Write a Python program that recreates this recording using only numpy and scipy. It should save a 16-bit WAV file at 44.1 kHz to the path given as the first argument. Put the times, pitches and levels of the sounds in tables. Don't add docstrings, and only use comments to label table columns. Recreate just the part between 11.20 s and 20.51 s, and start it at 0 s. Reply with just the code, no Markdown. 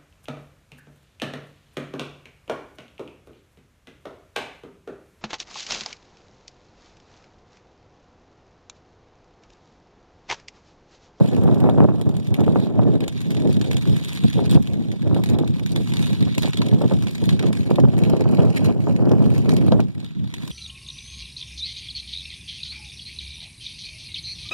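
import sys
import numpy as np
from scipy import signal
from scipy.fft import rfft, irfft, next_fast_len
from scipy.io import wavfile
from scipy.ndimage import uniform_filter1d, map_coordinates

SR = 44100
rng = np.random.default_rng(int(sys.argv[2]) if len(sys.argv) > 2 else 0)


def log_audio(samples):
    frames = np.atleast_2d(samples).T
    limited = np.clip(frames, -1, 1)
    pcm = np.round(limited * 32767).astype(np.int16)
    wavfile.write(sys.argv[1], SR, pcm)


N = 410571
FFT_SIZE = 2 * next_fast_len(N // 2 + SR // 4)
HZ = np.fft.rfftfreq(FFT_SIZE, 1 / SR)
TIME_S = np.arange(N) / SR

# time_s, level_db, treble_db
TREAD_CRUNCH = [(0.0,-49,2),(0.74,-60,1.5),(1.46,-50,0),(1.52,-59,-3),(2.09,-47.5,-1.5),(2.9,-43.5,0),(3.36,-46.5,-4),(3.4,-51.5,0),(3.84,-54.5,-2),(4.08,-48.5,0),(4.2,-54.5,-3.5),(4.68,-46,2),(4.76,-39,2.5),(5.16,-47.5,-5),(5.22,-34.5,-1),(5.32,-43.5,-5),(5.56,-50,-1),(5.85,-47.5,-1),(6.05,-46.5,0),(6.25,-40,-11),(6.31,-52.5,4),(6.36,-46,0),(6.67,-54.5,-3),(6.85,-44.5,-5),(7.05,-52.5,-9),(7.2,-48,-4),(7.48,-46.5,-6),(7.57,-59.5,0),(7.66,-48.5,-1),(7.79,-56.5,-1),(8.33,-45,-1.5),(8.74,-59,-2),(8.82,-53.5,-3),(8.97,-59.5,-6),(9.3,-47.5,3)]
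# start_s, level_db, relative_treble_db
STONE_JOLTS = [(0.164, -36.5, -18), (0.235, -42, -5.5), (0.3431, -39, -11), (0.402, -35, -14),
               (0.4958, -36, -16), (0.8124, -32.5, -11.5), (0.891, -39, -14), (0.967, -37.5, -13.5),
               (1.07, -36, -17), (1.1406, -27.5, -14), (1.205, -34.5, -14), (1.805, -29, -19),
               (1.8385, -30.5, -23), (1.879, -25, -16.5), (2.0046, -36, -16), (2.015, -35.5, -9),
               (2.1048, -28.5, -15), (2.117, -36, -11), (2.3274, -34.5, -10), (2.4126, -22.5, -24),
               (2.45, -37, -27), (2.5123, -26, -17), (2.53, -29, -14), (2.567, -26, -15),
               (2.6216, -32.5, -18), (2.74, -42, -25), (2.7652, -34, -13), (2.846, -34, -9),
               (2.885, -43.5, 0), (2.9301, -31, -11), (2.949, -38, -7), (3.1, -33, -12), (3.129, -27, -23),
               (3.201, -37, -17), (3.255, -40, -8), (3.31, -28.5, -7.5), (3.424, -38, -11),
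               (3.4718, -30, -22), (3.5333, -35, -19), (3.716, -32, -21), (3.9449, -33, -18),
               (4.0367, -23, -15), (4.0592, -28, -25), (4.0887, -30.5, -19), (4.0982, -34, -11.5),
               (4.186, -29.5, -15.5), (4.276, -32, -17.5), (4.461, -28.5, -16.5), (4.5181, -36.5, -4.5),
               (4.5602, -24, -16), (4.673, -32, -22), (4.7364, -26.5, -19), (4.7682, -24, -19),
               (4.792, -27.5, -20.5), (4.876, -45, -8), (4.9615, -46, -11), (5.149, -30, -18),
               (5.1795, -19.5, -14), (5.221, -27, -10), (5.2814, -38, -11), (5.306, -39, -12),
               (5.332, -23.5, -26), (5.3714, -24, -16.5), (5.417, -21.5, -23.5), (5.464, -32, -18),
               (5.4853, -33, -19), (5.616, -31, -17), (5.8228, -38, -14), (5.8689, -26.5, -26),
               (5.9093, -39, -7), (5.9532, -30, -20), (6.055, -33.5, -11), (6.0907, -21, -20.5),
               (6.1932, -23.5, -24), (6.226, -28.5, -22), (6.266, -30.5, -19), (6.3283, -25.5, -19),
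               (6.504, -32.5, -18), (6.5567, -32, -15), (6.5996, -27.5, -26), (6.7794, -32.5, -13),
               (6.788, -29, -16.5), (6.8356, -27, -21), (6.898, -37.5, -6), (6.9654, -33, -17),
               (7.007, -30.5, -16), (7.088, -36, -19), (7.112, -35, -18), (7.1472, -30.5, -18),
               (7.25, -39, -14), (7.762, -30.5, -24), (7.892, -33.5, -22), (7.9154, -28.5, -26),
               (8.1404, -51, -2), (8.179, -30.5, -14.5), (8.2916, -21.5, -24), (8.336, -37.5, -6),
               (8.3654, -27, -16.5), (8.4637, -39, -9), (8.5196, -25.5, -33), (8.6022, -27.5, -22),
               (8.8011, -38.5, -19), (8.8451, -36, -22), (9.1389, -26.5, -16.5), (9.2764, -30.5, -14)]
# start_s, hold_s, level_db, treble_db
SCRAPES = [(3.293, 0.064, -32, -1), (7.357, 0.02, -28.5, 3), (7.441, 0.024, -32, 4)]
# frequency_hz, gain_db
WHEEL_SPECTRUM = [(100, 9), (400, -3), (1050, -6), (1400, -6), (1950, 1.5), (2300, 4.5), (2650, -3),
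                  (3750, -0.5), (4300, -8.5), (5500, -10.5), (6700, -9.5), (8000, -19.5), (9500, -13.5),
                  (13000, -21), (16000, -27.5)]
# pitch_hz, width_hz, strength_db
PLASTIC_MODES = [(996, 150, -1), (2640, 220, -18.5), (3344, 213, 4), (3666, 214, 9.5), (3940, 47, 3),
                 (4130, 284, 6), (4505, 76, 7), (8160, 670, 3), (13500, 320, -1)]
# time_s, gain_db
HUB_RING = [(0, -6), (5.3, -5.5), (6.5, -9.5), (7.0, -21), (7.7, -19), (8.4, -12), (9.3, -1.5)]
# frequency_hz, coherence_ratio
AIRBORNE_COHERENCE = [(300, .9), (1000, .95), (1900, 1), (2300, 1), (3300, .97), (4400, .9), (7000, .78),
                      (9000, .35), (15000, .1)]

# time_s, strength_db
GUSTS = [(0.0, -20.5), (0.05, -24.5), (0.08, -39), (0.12, -25.5), (0.49, -22.5), (0.53, -24.5), (0.61, -20),
         (0.85, -36.5), (0.87, -28.5), (1.07, -43), (1.2, -22), (1.26, -28), (1.29, -21), (1.47, -28),
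         (1.74, -22.5), (1.8, -35.5), (1.84, -23), (1.91, -45), (2.0, -46.5), (2.15, -25.5), (2.29, -22),
         (2.32, -33), (2.43, -27.5), (2.58, -30), (2.61, -44), (2.67, -29), (2.98, -52), (3.05, -34.5),
         (3.13, -57), (3.18, -20.5), (3.32, -33), (3.38, -21), (3.41, -42.0), (3.47, -46), (3.5, -35),
         (3.74, -35), (3.82, -53), (3.86, -28.5), (3.98, -26), (4.07, -42), (4.1, -25), (4.23, -27),
         (4.33, -46), (4.42, -35.5), (4.47, -53), (4.56, -26.5), (4.61, -33.5), (4.66, -53), (4.73, -35),
         (4.96, -42), (5.09, -32), (5.12, -54), (5.18, -28), (5.22, -51), (5.24, -25.5), (5.29, -30),
         (5.32, -54), (5.38, -34), (5.65, -22), (5.68, -42), (5.72, -18.5), (5.8, -46.5), (5.84, -38.0),
         (6.0, -47), (6.03, -30.5), (6.2, -33.5), (6.24, -17.5), (6.33, -35), (6.47, -37), (6.52, -22.5),
         (6.56, -31), (6.59, -26.5), (6.79, -28), (6.83, -25.5), (7.16, -22.5), (7.25, -23.5), (7.39, -31),
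         (7.49, -24), (7.62, -37), (7.69, -24.5), (7.72, -36), (7.87, -22), (8.23, -30), (8.26, -26),
         (8.6, -25.5), (8.67, -46), (8.75, -52), (8.78, -43), (8.93, -64), (9.04, -46.5), (9.12, -58),
         (9.31, -43)]
# time_s, level_db
RUMBLE_LEVEL = [(0.0, -20), (0.02, -13.5), (0.1, -22), (0.18, -14.5), (0.62, -12.5), (0.84, -21.5),
                (0.87, -16.5), (1.08, -23.5), (1.14, -18.0), (1.37, -13.0), (1.48, -21.5), (1.6, -12.5),
                (1.91, -29), (1.94, -24), (2.42, -13.5), (2.47, -27), (2.5, -13.5), (2.6, -20.5),
                (2.72, -13), (2.85, -26.0), (3.0, -28), (3.04, -12.5), (3.13, -21.5), (3.36, -12.5),
                (3.47, -24.5), (3.56, -19), (3.59, -15), (3.84, -27), (3.92, -9.5), (4.06, -19.5),
                (4.1, -15.5), (4.47, -23), (4.54, -17), (4.65, -19.5), (4.8, -16.5), (4.86, -20.5),
                (4.93, -18), (4.96, -26), (4.99, -15.5), (5.07, -13.5), (5.14, -24), (5.3, -13.5),
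                (5.32, -32.5), (5.39, -16), (5.47, -25.5), (5.54, -5.5), (5.58, -19.5), (5.65, -13),
                (5.69, -22), (5.73, -13.5), (5.81, -20.5), (5.84, -17.5), (5.97, -32), (6.06, -12),
                (6.22, -20), (6.26, -13), (6.48, -25.5), (6.52, -9.5), (6.55, -25), (6.63, -9),
                (6.71, -14.5), (6.94, -16), (6.97, -21.5), (7.11, -14), (7.28, -14.5), (7.36, -24),
                (7.49, -11.5), (7.54, -22.0), (8.1, -13.5), (8.23, -15.5), (8.53, -10.5), (8.74, -31),
                (8.78, -24.5), (8.94, -37), (8.97, -23), (9.05, -22), (9.09, -27.5), (9.19, -33.5),
                (9.25, -25.5), (9.31, -28)]
# time_s, gain_db
SHARP_DRIFT = [(0, 2.5), (.7, 5.5), (1.6, 1), (2.3, -20), (3.3, -8.5), (4.0, 3.5), (4.85, -10), (5.3, -7),
               (5.7, -3.5), (6.2, -8.5), (6.7, -0.5), (7.9, 4), (8.3, 0), (9.3, 1.5)]
# time_s, churn_db, t60_s
EDDY_SLAPS = [(0.185, -27, 0.033), (0.279, -16, 0.056), (0.289, -15, .03), (0.441, -17, 0.041),
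              (0.462, -16, 0.081), (0.49, -13, 0.1), (0.604, -6, 0.02), (0.644, -11.5, 0.011),
              (0.688, -17, .04), (1.188, -22, 0.076), (1.28, -12.5, 0.033), (1.359, -13.5, .07),
              (1.593, -15, 0.056), (3.192, -16.5, 0.048), (3.246, -37, .05), (3.358, -25, 0.025),
              (3.375, -21, 0.041), (3.913, -21, 0.021), (3.965, -20.5, 0.084), (4.188, -22.5, 0.056),
              (4.236, -22.5, 0.031), (5.075, -26.5, 0.033), (5.248, -24, 0.041), (5.277, -23, .04),
              (5.529, -24.5, 0.042), (5.613, -19, 0.11), (5.64, -24, 0.035), (5.712, -15, 0.1),
              (6.235, -24, .07), (6.306, -24, .02), (6.497, -23, 0.057), (6.511, -11, 0.025),
              (6.585, -10, 0.056), (6.638, -15, 0.049), (6.653, -21, 0.024), (6.735, -21, 0.042),
              (6.937, -17, 0.034), (7.057, -17, .015), (7.189, -16.5, 0.16), (7.25, -20, 0.033),
              (7.272, -21, 0.025), (7.486, -22, 0.12), (7.671, -19, .08), (7.795, -22.5, .04),
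              (7.873, -32, 0.031), (8.258, -26.5, 0.035), (8.483, -22, .02), (8.523, -10.5, 0.069),
              (8.596, -12, 0.043)]
# frequency_hz, gain_db
BUFFET_SPECTRUM = [(20, -25), (45, -26), (70, -8), (110, 2), (160, 1.5), (230, -3.5), (320, -15),
                   (450, -35), (700, -50), (1500, -89)]
# frequency_hz, gain_db
FLUTTER_SPECTRUM = [(60, -68.5), (150, -4.5), (260, 5.5), (400, 0.5), (650, -13), (900, -23.5),
                    (1300, -42.5), (1800, -33), (2600, -52), (5000, -103)]
# frequency_hz, gain_db
SHARP_SPECTRUM = [(60, -44), (160, 13), (350, 8.5), (600, 4.5), (1050, -7.5), (1450, -15), (1780, -19),
                  (2050, -21), (2600, -28.5), (4000, -51)]
# frequency_hz, coherence_ratio
WIND_COHERENCE = [(60, .992), (200, .985), (500, .955), (1200, .975), (1900, 1)]
# frequency_hz, gain_db
STREET_SPECTRUM = [(30, -6), (200, -24), (1000, -3), (4000, -11), (16000, -66)]

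JOLT_ATTACK_S, JOLT_HOLD_S, JOLT_T60_S = .0005, .0025, .018


def wheel():
    contacts = tread() + scrapes() + jolts(ring_db=-20, ring_t60_s=.16, bounce_db=-12.5)
    body = filtered(contact_coupling(contacts, depth_db=2.5), resonator(WHEEL_SPECTRUM, PLASTIC_MODES))
    hub_db, = curves(HUB_RING)
    hub_band = filtered(body, np.exp(-((HZ - 3550) / 500) ** 2))
    return body + (amp(hub_db) - 1) * hub_band


def tread():
    crunch_db, treble_db = curves(TREAD_CRUNCH)
    fine = grains(rate_hz=1100, spread_db=5, t60_s=.005, tail_db=-7)
    coarse = grains(rate_hz=80, spread_db=4, t60_s=.02, tail_db=-6)
    crackle = grains(rate_hz=120, spread_db=4.5, t60_s=.005, tail_db=-20)
    crackle = brighten(crackle, treble_db=3.5)
    grit = amp(3.5) * fine + amp(5) * coarse + amp(-6) * crackle
    return brighten(amp(crunch_db) * hop_gain() * grit, treble_db)


def grains(rate_hz, spread_db, t60_s, tail_db, tail_t60_s=.045):
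    chance, size = rng.random(N), rng.standard_normal(N)
    energy = (chance < rate_hz / SR) * amp(spread_db * np.minimum(size, 2)) ** 2
    t = np.arange(SR // 8) / SR
    decay = amp(-60 * t / t60_s) ** 2 + amp(tail_db - 60 * t / tail_t60_s) ** 2
    envelope = np.sqrt(np.abs(signal.fftconvolve(energy, decay)[:N]))
    return unit(envelope) * noise()


def hop_gain(above_db=-30, hop_s=.03, dip_db=-6):
    aloft = np.zeros(N)
    for land_s, level_db, _ in STONE_JOLTS:
        if level_db > above_db:
            corners_s = [land_s - hop_s, land_s - hop_s / 2, land_s, land_s + JOLT_HOLD_S]
            aloft = np.maximum(aloft, np.interp(TIME_S, corners_s, [0, 1, 1, 0]))
    return amp(dip_db * aloft)


def jolts(ring_db, ring_t60_s, bounce_db):
    track = np.zeros((2, N))
    t = np.arange(SR // 10) / SR
    crack = amp(-60 * np.maximum(t - JOLT_HOLD_S, 0) / JOLT_T60_S)
    ring = amp(ring_db - 60 * t / ring_t60_s)
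    envelope = np.minimum(t / JOLT_ATTACK_S, 1) * (crack + ring)
    for start_s, level_db, _ in STONE_JOLTS:
        add(track, start_s, amp(level_db) * envelope * noise(len(t)))
        bounce_s = start_s + rng.uniform(0.0055, 0.012)
        add(track, bounce_s, amp(level_db + bounce_db) * envelope * noise(len(t)))
    _, relative_treble_db = curves(STONE_JOLTS)
    cracks = brighten(track, relative_treble_db + 19)
    return brighten(cracks, treble_db=1.5, corner_hz=11700)


def scrapes(attack_s=0.004, release_s=0.0073):
    drag = np.zeros(N)
    for start_s, hold_s, level_db, _ in SCRAPES:
        corners_s = np.cumsum([0, attack_s, hold_s, release_s])
        drag += amp(level_db) * np.interp(TIME_S - start_s, corners_s, [0, 1, 1, 0])
    rasp = grains(rate_hz=1100, spread_db=3, t60_s=.005, tail_db=-7)
    treble_db = curves(SCRAPES)[-1]
    return brighten(drag * rasp, treble_db, corner_hz=9500)


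def contact_coupling(contacts, depth_db):
    spectrogram = signal.stft(contacts, nperseg=256)[2]
    patches = rng.standard_normal(spectrogram.shape[1:])
    patches = uniform_filter1d(patches, size=5, axis=0)
    patches = uniform_filter1d(patches, size=7, axis=1)
    gain = unit(amp(depth_db * unit(patches)))
    return signal.istft(spectrogram * gain, nperseg=256)[1][:, :N]


def brighten(x, treble_db, corner_hz=6500):
    treble = filtered(x, 1 / (1 + (corner_hz / (HZ + 1)) ** 6))
    return x + (amp(treble_db) - 1) * treble


def wind(breeze_db=-30):
    gust_db = curves(GUSTS)[0] - breeze_db
    drift_db, = curves(SHARP_DRIFT)
    rumble_db, = curves(RUMBLE_LEVEL)
    swirl = wobble(rate_hz=60)
    buffet = amp(rumble_db - .5) * unit(amp(3 * swirl) * noise())
    small_eddies = amp(2.9 * swirl) * eddy_pulses(rate_hz=1100, spread_db=6.0)
    flutter = amp(-27.5 + 0.9 * gust_db) * unit(small_eddies)
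    spit_db = -38 + 1.02 * gust_db + drift_db + 2.5 * swirl
    spit = amp(spit_db) * eddy_pulses(rate_hz=700, spread_db=7.5)
    pressure = (filtered(buffet, resonator(BUFFET_SPECTRUM))
                + filtered(flutter, resonator(FLUTTER_SPECTRUM))
                + filtered(spit + slaps(), resonator(SHARP_SPECTRUM)))
    return microphone_pair(pressure, WIND_COHERENCE, one_sided=.75)


def eddy_pulses(rate_hz, spread_db):
    chance, size = rng.random((2, N)), noise()
    polarity = np.sign(noise())
    return unit((chance < rate_hz / SR) * polarity * amp(spread_db * np.minimum(size, 2)))


def slaps(rise_s=.0012, drop_over_churn_db=20.5):
    track = np.zeros((2, N))
    t = np.arange(-SR // 50, SR // 12) / SR
    for time_s, churn_db, t60_s in EDDY_SLAPS:
        envelope = np.where(t < 0, np.exp(-np.abs(t) / rise_s), amp(-60 * np.abs(t) / t60_s))
        slap = amp(churn_db) * envelope * noise(len(t))
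        slap[0, np.argmin(np.abs(t))] -= amp(churn_db + drop_over_churn_db)
        add(track, time_s + t[0], slap)
    return track


def street(level_db=-69):
    return amp(level_db) * filtered(noise(), unit(amp(over_frequency(STREET_SPECTRUM))))


def microphone_pair(pair, coherence, one_sided, port_lag_s=.000476):
    phase = 2 * np.pi * HZ * port_lag_s
    shift = np.cos(phase) + 1j * one_sided * np.sin(phase)
    shared = -np.clip(over_frequency(coherence), 0, 1) * shift
    independent = np.sqrt(np.abs(1 - np.abs(shared) ** 2))
    right = filtered(pair[0], shared) + filtered(pair[1], independent)
    return np.array([pair[0], right])


def resonator(spectrum, modes=()):
    peaks = sum(amp(db) / (1 + (2 * (HZ - pitch_hz) / width_hz) ** 2) for pitch_hz, width_hz, db in modes)
    gain = amp(over_frequency(spectrum)) * (1 + peaks)
    cepstrum = irfft(np.log(unit(gain)))
    cepstrum[1:FFT_SIZE // 2] *= 2
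    cepstrum[FFT_SIZE // 2 + 1:] = 0
    return np.exp(rfft(cepstrum))


def filtered(x, response):
    return irfft(rfft(x, FFT_SIZE) * response, FFT_SIZE)[..., :N]


def over_frequency(points):
    frequency_hz, values = np.transpose(points)
    return np.interp(np.log(HZ + 1), np.log(frequency_hz + 1), values)


def curves(rows):
    time_s, *columns = np.transpose(rows)
    return [np.interp(TIME_S, time_s, column) for column in columns]


def wobble(rate_hz):
    knots = rng.standard_normal(int(N * rate_hz / SR) + 4)
    return map_coordinates(knots, [np.arange(N) * rate_hz / SR])


def noise(samples=N):
    return rng.standard_normal((2, samples))


def add(track, start_s, sound):
    start = max(round(start_s * SR), 0)
    part = track[..., start:start + sound.shape[-1]]
    part += sound[..., :part.shape[-1]]


def amp(db):
    return 10 ** (np.asarray(db) / 20)


def unit(x):
    return x / np.sqrt(np.mean(x ** 2) + 1e-20)


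def scene():
    airborne = microphone_pair(street() + wheel(), AIRBORNE_COHERENCE, one_sided=0.18)
    return airborne * amp([[-.55], [.55]]) + wind() * amp([[-.45], [.45]])


def record(dry, ceiling=.92, top_hz=15900):
    rounded = dry / (1 + (np.abs(dry) / ceiling) ** 6) ** (1 / 6)
    return filtered(rounded, HZ < top_hz)


dry = scene()
out = record(dry)
log_audio(out)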